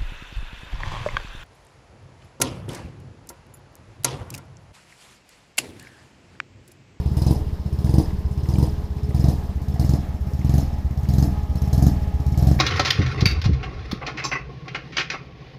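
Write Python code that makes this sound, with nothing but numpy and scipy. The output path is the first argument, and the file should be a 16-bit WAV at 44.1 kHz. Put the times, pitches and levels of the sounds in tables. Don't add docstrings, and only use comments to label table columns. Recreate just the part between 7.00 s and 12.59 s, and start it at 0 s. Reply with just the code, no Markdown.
import sys
import numpy as np
from scipy import signal
from scipy.fft import rfft, irfft, next_fast_len
from scipy.io import wavfile

SR = 44100
rng = np.random.default_rng(int(sys.argv[2]) if len(sys.argv) > 2 else 0)


def to_linear_factor(level_db):
    exponent = np.asarray(level_db, float) / 20
    return 10 ** exponent


def to_wav(sig):
    pcm = np.clip(np.atleast_2d(sig), -1, 1) * 32767
    pcm = np.round(pcm).astype(np.int16)
    wavfile.write(sys.argv[1], SR, pcm.T)


N = 246519

STEP_S = 1.6, 3.38


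def moved():
    return np.interp(np.arange(N) / SR, STEP_S, [0, 1])


def at_hz(points, hz):
    points = np.array(points)
    return np.interp(np.log(hz), np.log(points[:, 0]), points[:, 1])


def rms_one(x):
    return x / np.sqrt(np.mean(x ** 2) + 1e-20)


def highpass(x, hz):
    return signal.sosfiltfilt(signal.butter(2, hz, "high", fs=SR, output="sos"), x)


def drift(rate):
    knots = rng.standard_normal(1200)
    return 1.2 * np.interp(np.arange(N) * min(2 * rate, 200) / SR, np.arange(1200), knots)


def resonance(x, hz, width_hz):
    r = np.exp(-np.pi * width_hz / SR)
    poles = [1, -2 * r * np.cos(2 * np.pi * hz / SR), r * r]
    return signal.lfilter((1 - r * r) / 2 * np.array([1, 0, -1]), poles, x)


def moving_resonance(x, hz, width_hz):
    out, state = np.zeros(N), np.zeros(2)
    r = np.exp(-np.pi * width_hz / SR)
    for i in range(0, N, 1024):
        poles = [1, -2 * r * np.cos(2 * np.pi * hz[i] / SR), r * r]
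        zeros = [(1 - r * r) / 2, 0, (r * r - 1) / 2]
        out[i:i + 1024], state = signal.lfilter(zeros, poles, x[i:i + 1024], zi=state)
    return out


def coloured(spectra, patchy_db, rate, low_hz, octaves, count):
    size = next_fast_len(N)
    hz = np.arange(size // 2 + 1) * SR / size + 1
    white = rfft(rng.standard_normal(size))
    band_place = np.clip(np.log2(hz / low_hz) / octaves, 0, 1) * (count - 1)
    patchy = np.zeros(N)
    for k in range(count):
        share = np.clip(1 - abs(band_place - k), 0, 1)
        patchy += irfft(white * share, size)[:N] * to_linear_factor(patchy_db * drift(rate))
    patchy = rfft(patchy, size)
    first, second = [rms_one(irfft(patchy * to_linear_factor(at_hz(points, hz)), size)[:N]) for points in spectra]
    return first + moved() * (second - first)


# frequency in Hz, level in dB per Hz.
RUSH_SPECTRA = [
    [(130, -31), (220, -0.5), (363, -7), (419, -3), (519, -12), (952, -14), (1410, -26.5), (1690, -25), (2370, -32.5), (5110, -38.5), (8730, -51.5), (14700, -46), (15700, -54)],
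    [(130, -20), (220, 1), (466, -13), (840, -8.5), (952, -15.5), (1270, -19.5), (1490, -27), (1720, -23.5), (2680, -34.5), (5490, -41.5), (8420, -51), (14700, -48.5), (15700, -49)],
]


def rush(low_db, high_db):
    air = coloured(RUSH_SPECTRA, patchy_db=1.5, rate=14, low_hz=236, octaves=5.0, count=10)
    bright = highpass(air, 2500)
    middle = signal.sosfilt(signal.butter(2, [300, 2500], "band", fs=SR, output="sos"), air)
    return to_linear_factor(low_db) * (air - bright) / np.std(middle) + to_linear_factor(high_db - 4.0) * rms_one(bright)


PUMP_HZ = 418, 627, 837, 1045, 1255, 1675, 7519
# level at the first place in dB, level at the second in dB.
PUMP_LEVELS = [(-50.5, -53.5), (-59.5, -58), (-63.5, -53), (-64, -75), (-69.5, -65.5), (-81, -73),
               (-79, -82)]


def pump(gain_db):
    t = np.arange(N) / SR + 0.00008 * drift(5)
    hum = np.zeros(N)
    for hz, (first_db, second_db) in zip(PUMP_HZ, PUMP_LEVELS):
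        level_db = first_db + (second_db - first_db) * moved() + 2.0 * drift(6)
        hum += to_linear_factor(level_db) * np.sin(2 * np.pi * hz * t)
    return to_linear_factor(gain_db + 2.0) * hum


# start in seconds, peak level in dB, pitch in Hz.
TICKS = [(0.1401, -43, 2000), (0.2029, -46, 1960), (0.8689, -40, 2030), (0.9343, -45, 1850),
         (1.0574, -43, 1820), (1.1064, -41, 2030), (1.4556, -39, 2010), (1.5179, -42, 2080),
         (1.5559, -34.5, 2350), (1.9839, -46, 1790), (2.1066, -41, 2000), (2.7606, -41, 1910),
         (2.8379, -40, 2050), (3.4136, -38, 2130), (4.0527, -39, 2150), (5.3433, -38, 2180)]
# start in seconds, peak level in dB, pitch in Hz.
KNOCKS = [
    (2.105, -29, 416),
    (2.74, -36, 353),
    (2.76, -31, 740),
    (3.316, -31, 417),
]


def ticks():
    out, t = np.zeros(N + 1500), np.arange(1500) / SR
    rows = TICKS + KNOCKS
    side_ratios = rng.uniform(0.7, 1.5, (len(rows), 4))
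    for (s, peak_db, hz), sides in zip(rows, side_ratios):
        age = t * hz ** 0.5 / 0.082
        ring = np.sin(2 * np.pi * hz * t) + 0.4 * np.sin(2 * np.pi * hz * np.outer(sides, t)).sum(axis=0)
        start = round(s * SR)
        out[start:start + len(t)] += to_linear_factor(peak_db - 5.0) * age * np.exp(1 - age) * ring
    return out[:N]


# gap to the next in ms, puff level in dB, pipe echo in dB, hiss level in dB.
PATTERN = [(49.0, -7.2, -5.3, -39.5), (46.0, -7, -8.5, -40), (42.6, -4.8, -6.3, -37.7),
           (50.7, -3.4, -10.5, -36.3), (48.2, -15.3, -3.5, -58), (52.9, -13, -7.5, -57),
           (56.7, -15, -3.3, -54.5), (65.5, -12.3, -10, -54), (60.7, -10.3, -1.8, -55),
           (65.2, -14.5, -7.5, -51.5), (57.8, -13, -2.8, -48.3), (55.2, -11.5, -7.5, -48.8)]
# rise in ms, fall in ms.
SLUG = [(1.1, 0.95), (1.15, 0.8), (1.1, 0.65), (0.65, 0.85), (0.57, 4.9), (1.2, 5.0), (0.95, 5.0),
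        (1.4, 4.7), (1.6, 6.0), (2.2, 0.7), (3.5, 0.75), (1.3, 1.1)]
# first strong firing, last strong firing and slowest firing in seconds,
# gain of the strong four in dB, gain of the weak eight in dB.
SURGES = [(-0.4730, -0.3350, -0.0620, 0.1, 1.1), (0.1701, 0.3097, 0.5974, -0.4, 0.1),
          (0.8458, 0.9832, 1.2517, -0.1, -0.2), (1.4888, 1.6280, 1.9060, -1.1, -0.4),
          (2.1472, 2.2853, 2.5578, 0.1, -0.6), (2.7970, 2.9372, 3.2107, -0.8, -1.1),
          (3.4477, 3.5819, 3.8489, 0.1, -0.4), (4.0890, 4.2264, 4.4970, 0.1, 1.2),
          (4.7310, 4.8673, 5.1420, 1.8, 2.1), (5.3769, 5.5142, 5.7890, 2.1, 1.5)]
# time in seconds, puff change in dB, hiss change in dB.
ODD = [(0.0601, 1.5, 0.6), (0.1701, 0.1, 2.5), (0.2201, -0.6, 2.5), (0.2670, 0.1, 2.5), (0.3097, 0.1, 1.8),
       (0.5974, -4.5, 2.1), (0.7885, 0.1, 3.5), (0.9832, 1.6, 3.5), (1.0352, -6.5, -4.1),
       (1.2517, 2.1, -2.1), (1.6280, 1.5, 0.6), (1.8390, -1.6, -0.6), (1.9060, -2.1, -2.1),
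       (1.9688, -1.8, -1.1), (2.4353, -2.5, 2.1), (2.6176, -1.6, 1.5), (2.6849, 0.1, 1.8),
       (2.7970, 1.1, 4.5), (2.9372, -0.6, -2.5), (3.0345, -5.5, -9.1), (3.4477, -0.9, -3.6),
       (3.5819, -2.1, -0.6), (3.8489, 2.1, 0.6), (4.2264, -0.6, 1.1), (4.5561, 1.1, 6.5),
       (4.6197, 0.9, 4.5), (4.7310, -0.6, 3.5), (5.2654, 1.1, 0.6), (5.3769, -1.1, 0.6),
       (5.5142, -0.9, -2.5)]
HISS_FOLLOWS = 0.35
ECHO_GAINS_DB = 2.5


def firings():
    gap_ms, puff_db, echo_db, hiss_db = np.tile(np.transpose(PATTERN), len(SURGES))
    clock, surges = np.cumsum(gap_ms) - gap_ms, np.array(SURGES)
    marks = clock.reshape(len(SURGES), -1)[:, [0, 3, 8]].ravel()
    s = np.interp(clock, marks, surges[:, :3].ravel())
    gain_db = np.repeat(surges[:, 3:].ravel(), [4, 8] * len(SURGES))
    echo_db = echo_db + ECHO_GAINS_DB * np.interp(s, STEP_S, [0, 1])
    slugs = np.tile(SLUG, (len(SURGES), 1))
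    rows = np.c_[np.maximum(s, 0), puff_db + gain_db, echo_db, slugs, hiss_db + HISS_FOLLOWS * gain_db]
    for odd_s, more_puff_db, more_hiss_db in ODD:
        rows[np.argmin(abs(s - odd_s)), [1, 5]] += more_puff_db, more_hiss_db
    return rows[(s > -0.02) & (s < N / SR)]


def dying(level_db, attack_ms, decay_ms, late_ms):
    kicks = np.zeros(N)
    at = ((firings()[:, 0] + late_ms / 1000) * SR).astype(int)
    kicks[np.clip(at, 0, N - 1)] = to_linear_factor(2 * level_db)
    rise, fall = np.exp(-1000 / SR / attack_ms), np.exp(-2000 / SR / decay_ms)
    power = signal.lfilter([1], [1, -fall], kicks + 1e-18)
    return np.sqrt(signal.lfilter([1 - rise], [1, -rise], power))


ECHO_S = 0.01507
FRONT_ECHO_DB = -3.0


def along_pipe(x):
    lag = round(ECHO_S * SR)
    out = x
    for k in (1, 2, 3):
        out = out + to_linear_factor(k * FRONT_ECHO_DB) * np.r_[np.zeros(k * lag), x[:-k * lag]]
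    return out


MOUNT_HZ, MOUNT_WIDTH_HZ, MOUNT_DB = 24.8, 3.4, -39.0
DRONE_HZ, DRONE_WIDTH_HZ, DRONE_DB = 182.3, 46, -39


def body():
    shake = dying(firings()[:, 5], attack_ms=3.4, decay_ms=6.9, late_ms=16.0)
    drone = rng.standard_normal(N)
    for _ in range(2):
        shake = resonance(shake, MOUNT_HZ, MOUNT_WIDTH_HZ)
        drone = resonance(drone, DRONE_HZ, DRONE_WIDTH_HZ)
    return to_linear_factor(MOUNT_DB) * rms_one(shake) + to_linear_factor(DRONE_DB) * rms_one(drone)


# frequency in Hz, level in dB, 60 dB decay time in seconds.
TAILPIPE = [(319, 11.5, 0.028), (458, 5, 0.034), (720, 0, .03), (890, -6, 0.021), (1123, -10, 0.034),
            (4110, -18, 0.15), (4500, -18, 0.023), (5200, -7, 0.039), (6340, -0.5, 0.0067),
            (7140, -19, 0.0091), (9740, -16, 0.018), (13100, -8, .012), (14460, -6, .01)]


def rings():
    rows = firings()
    s, hiss_db = rows[:, 0], rows[:, 5]
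    at = np.clip(((s - 0.0008) * SR).astype(int), 0, N - 1)
    luck_db = 1.83 * rng.standard_normal((len(s), len(TAILPIPE)))
    out = np.zeros(N)
    for k, (hz, level_db, t60) in enumerate(TAILPIPE):
        beam_db = (hz > 6000) * 10.5 * (moved()[at] - 0.5)
        clicks = np.full(N, 1e-18)
        clicks[at] = to_linear_factor(hiss_db + level_db + luck_db[:, k] + beam_db)
        if hz < 2000:
            clicks = signal.sosfilt(signal.butter(2, 1300, fs=SR, output="sos"), along_pipe(clicks))
        r, w = to_linear_factor(-60 / (t60 * SR)), 2 * np.pi * hz / SR
        out += signal.lfilter([0, np.sin(w)], [1, -2 * r * np.cos(w), r * r], clicks)
    return out


# frequency in Hz, level in dB per Hz.
HISS_SPECTRA = [
    [(1470, -21), (2500, -14), (3760, -9), (5040, -2), (5880, -6.5), (7630, -12), (9770, -8), (12100, -13.5), (14600, -13.5), (15700, -10)],
    [(1470, -25), (2500, -10), (3480, -7.5), (4250, -0.5), (5280, 0.5), (6650, -1), (8770, -10.5), (12800, -2.5), (14500, -12.5), (15700, -11)],
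]


def hiss(whistle_hz):
    jet = coloured(HISS_SPECTRA, patchy_db=3.2, rate=60, low_hz=3010, octaves=2.27, count=12)
    whistle = moving_resonance(jet, whistle_hz, width_hz=190)
    whistle = moving_resonance(whistle, whistle_hz, width_hz=420)
    hiss_db = firings()[:, 5]
    crack = dying(hiss_db + 1.5, attack_ms=1.1, decay_ms=4.4, late_ms=-1.3)
    tail = dying(hiss_db - 4.5, attack_ms=4.5, decay_ms=42.7, late_ms=-0.2)
    rasp = dying(0.7 * hiss_db - 15.5, attack_ms=4.5, decay_ms=53, late_ms=-0.36)
    rasp = rasp * to_linear_factor(4.3 * drift(70))
    return jet * np.hypot(crack, tail) + whistle * rasp


# frequency in Hz, level in dB per Hz.
ROAR_SPECTRA = [
    [(120, -37), (200, 0), (232, -20.5), (325, -1), (365, -24.5), (398, -25.5), (476, -15), (523, -22.5), (946, -22), (1400, -50.5), (2500, -65), (3250, -89), (5500, -120)],
    [(120, -12), (200, -7.5), (222, -12.5), (290, -5), (447, -35.5), (726, -16), (986, -46.5), (1220, -35.5), (1490, -44.5), (1730, -34), (2500, -59.5), (3250, -75), (5500, -120)],
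]


def roar(gain_db, peak_hz):
    gas = coloured(ROAR_SPECTRA, patchy_db=1.5, rate=33, low_hz=195, octaves=2.97, count=8)
    gas = gas + 0.27 * moving_resonance(gas, peak_hz, width_hz=360)
    rows = firings()
    force_db = rows[:, 5] * 0.65 + rows[:, 1] * 0.72
    slap = along_pipe(dying(force_db + 6.0, attack_ms=0.9, decay_ms=4.5, late_ms=-1.26))
    tail = dying(force_db, attack_ms=8.1, decay_ms=60, late_ms=1.8)
    return to_linear_factor(gain_db - 4.5) * gas * np.hypot(slap, tail)


# frequency in Hz, width in Hz, share of the puff (negative: phase reversed).
MUFFLER = [(84.8, 20.8, 1.42), (135, 87, 1.126), (189.1, 7.6, 1.17), (196.6, 71, -1), (310, 15, 0.53)]
ECHO_BLUR, SECOND_ECHO_DB = 1.28, -7.0
CHAMBER_S, CHAMBER_DB = 0.02647, -20
RADIATION_HZ = 52.0


def puffs():
    lead = 1200
    flow = np.zeros(N + 8000)
    t = (np.arange(4000) - lead) / SR
    for s, puff_db, echo_db, rise_ms, fall_ms, _ in firings():
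        returns = [(0, 0, 1), (CHAMBER_S, CHAMBER_DB, ECHO_BLUR), (ECHO_S, echo_db, ECHO_BLUR),
                   (2 * ECHO_S, echo_db + SECOND_ECHO_DB, ECHO_BLUR ** 2)]
        start = round(s * SR)
        for lag, gain_db, blur in returns:
            u = 1000 * (t - lag) / blur
            slug = 2 / (np.exp(np.minimum(-u / rise_ms, 50)) + np.exp(np.minimum(u / fall_ms, 50)))
            flow[start:start + len(t)] -= to_linear_factor(puff_db + gain_db) * slug
    sound = signal.sosfilt(signal.butter(2, RADIATION_HZ, "high", fs=SR, output="sos"), flow)
    sound = sound + sum(share * resonance(sound, hz, width) for hz, width, share in MUFFLER)
    return highpass(sound, 30)[lead:lead + N]


# time in seconds, nearness in dB, pump level as it comes into view in dB.
PLACE = [(0.0, 0.1, 0.1), (1.1, 0.1, 2.6), (2.4, 0.4, 2.6), (3.3, 0.6, -0.6), (3.95, 0.8, -4.5),
         (4.25, 1.3, 4.5), (4.8, 2.1, 5.5), (5.25, 2.3, 4.5), (5.59, 2.6, -3.5)]
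# level in dB, dB per dB of engine speed, dB per dB of nearness.
RUSH_LAW = [
    (-44, 1.2, 0.6),
    (-51.3, 1.2, 1.3),
]
ROAR_GAIN_DB, GROUND_HZ, LIP_HZ = (2.6, 2.1), (630, 700), (5120, 5330)
LIP_HZ_PER_DB = -65.0


def scene():
    t, s = np.arange(N) / SR, firings()[1:, 0]
    place_s, near_points, hum_points = np.transpose(PLACE)
    near_db, hum_db = np.interp(t, place_s, near_points), np.interp(t, place_s, hum_points)
    gaps = np.diff(s)
    speed_db = np.interp(t, s[1:], -20 * np.log10(gaps / gaps.mean()))
    low_db, high_db = [level_db + by_speed * speed_db + by_near * near_db
                       for level_db, by_speed, by_near in RUSH_LAW]
    roar_db, peak_hz, lip_hz = [a + (b - a) * moved() for a, b in (ROAR_GAIN_DB, GROUND_HZ, LIP_HZ)]
    background = rush(low_db, high_db) + pump(hum_db) + ticks() + body()
    exhaust = rings() + hiss(lip_hz + LIP_HZ_PER_DB * speed_db) + roar(roar_db, peak_hz) + puffs()
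    return (background + exhaust)[None]


def roll_off(x):
    return signal.sosfilt(signal.butter(12, 15830, fs=SR, output="sos"), x)


def record(dry):
    cut = signal.sosfilt(signal.cheby2(16, 60, 15800, fs=SR, output="sos"), dry)
    return roll_off(cut)


dry = scene()
out = record(dry)
to_wav(out)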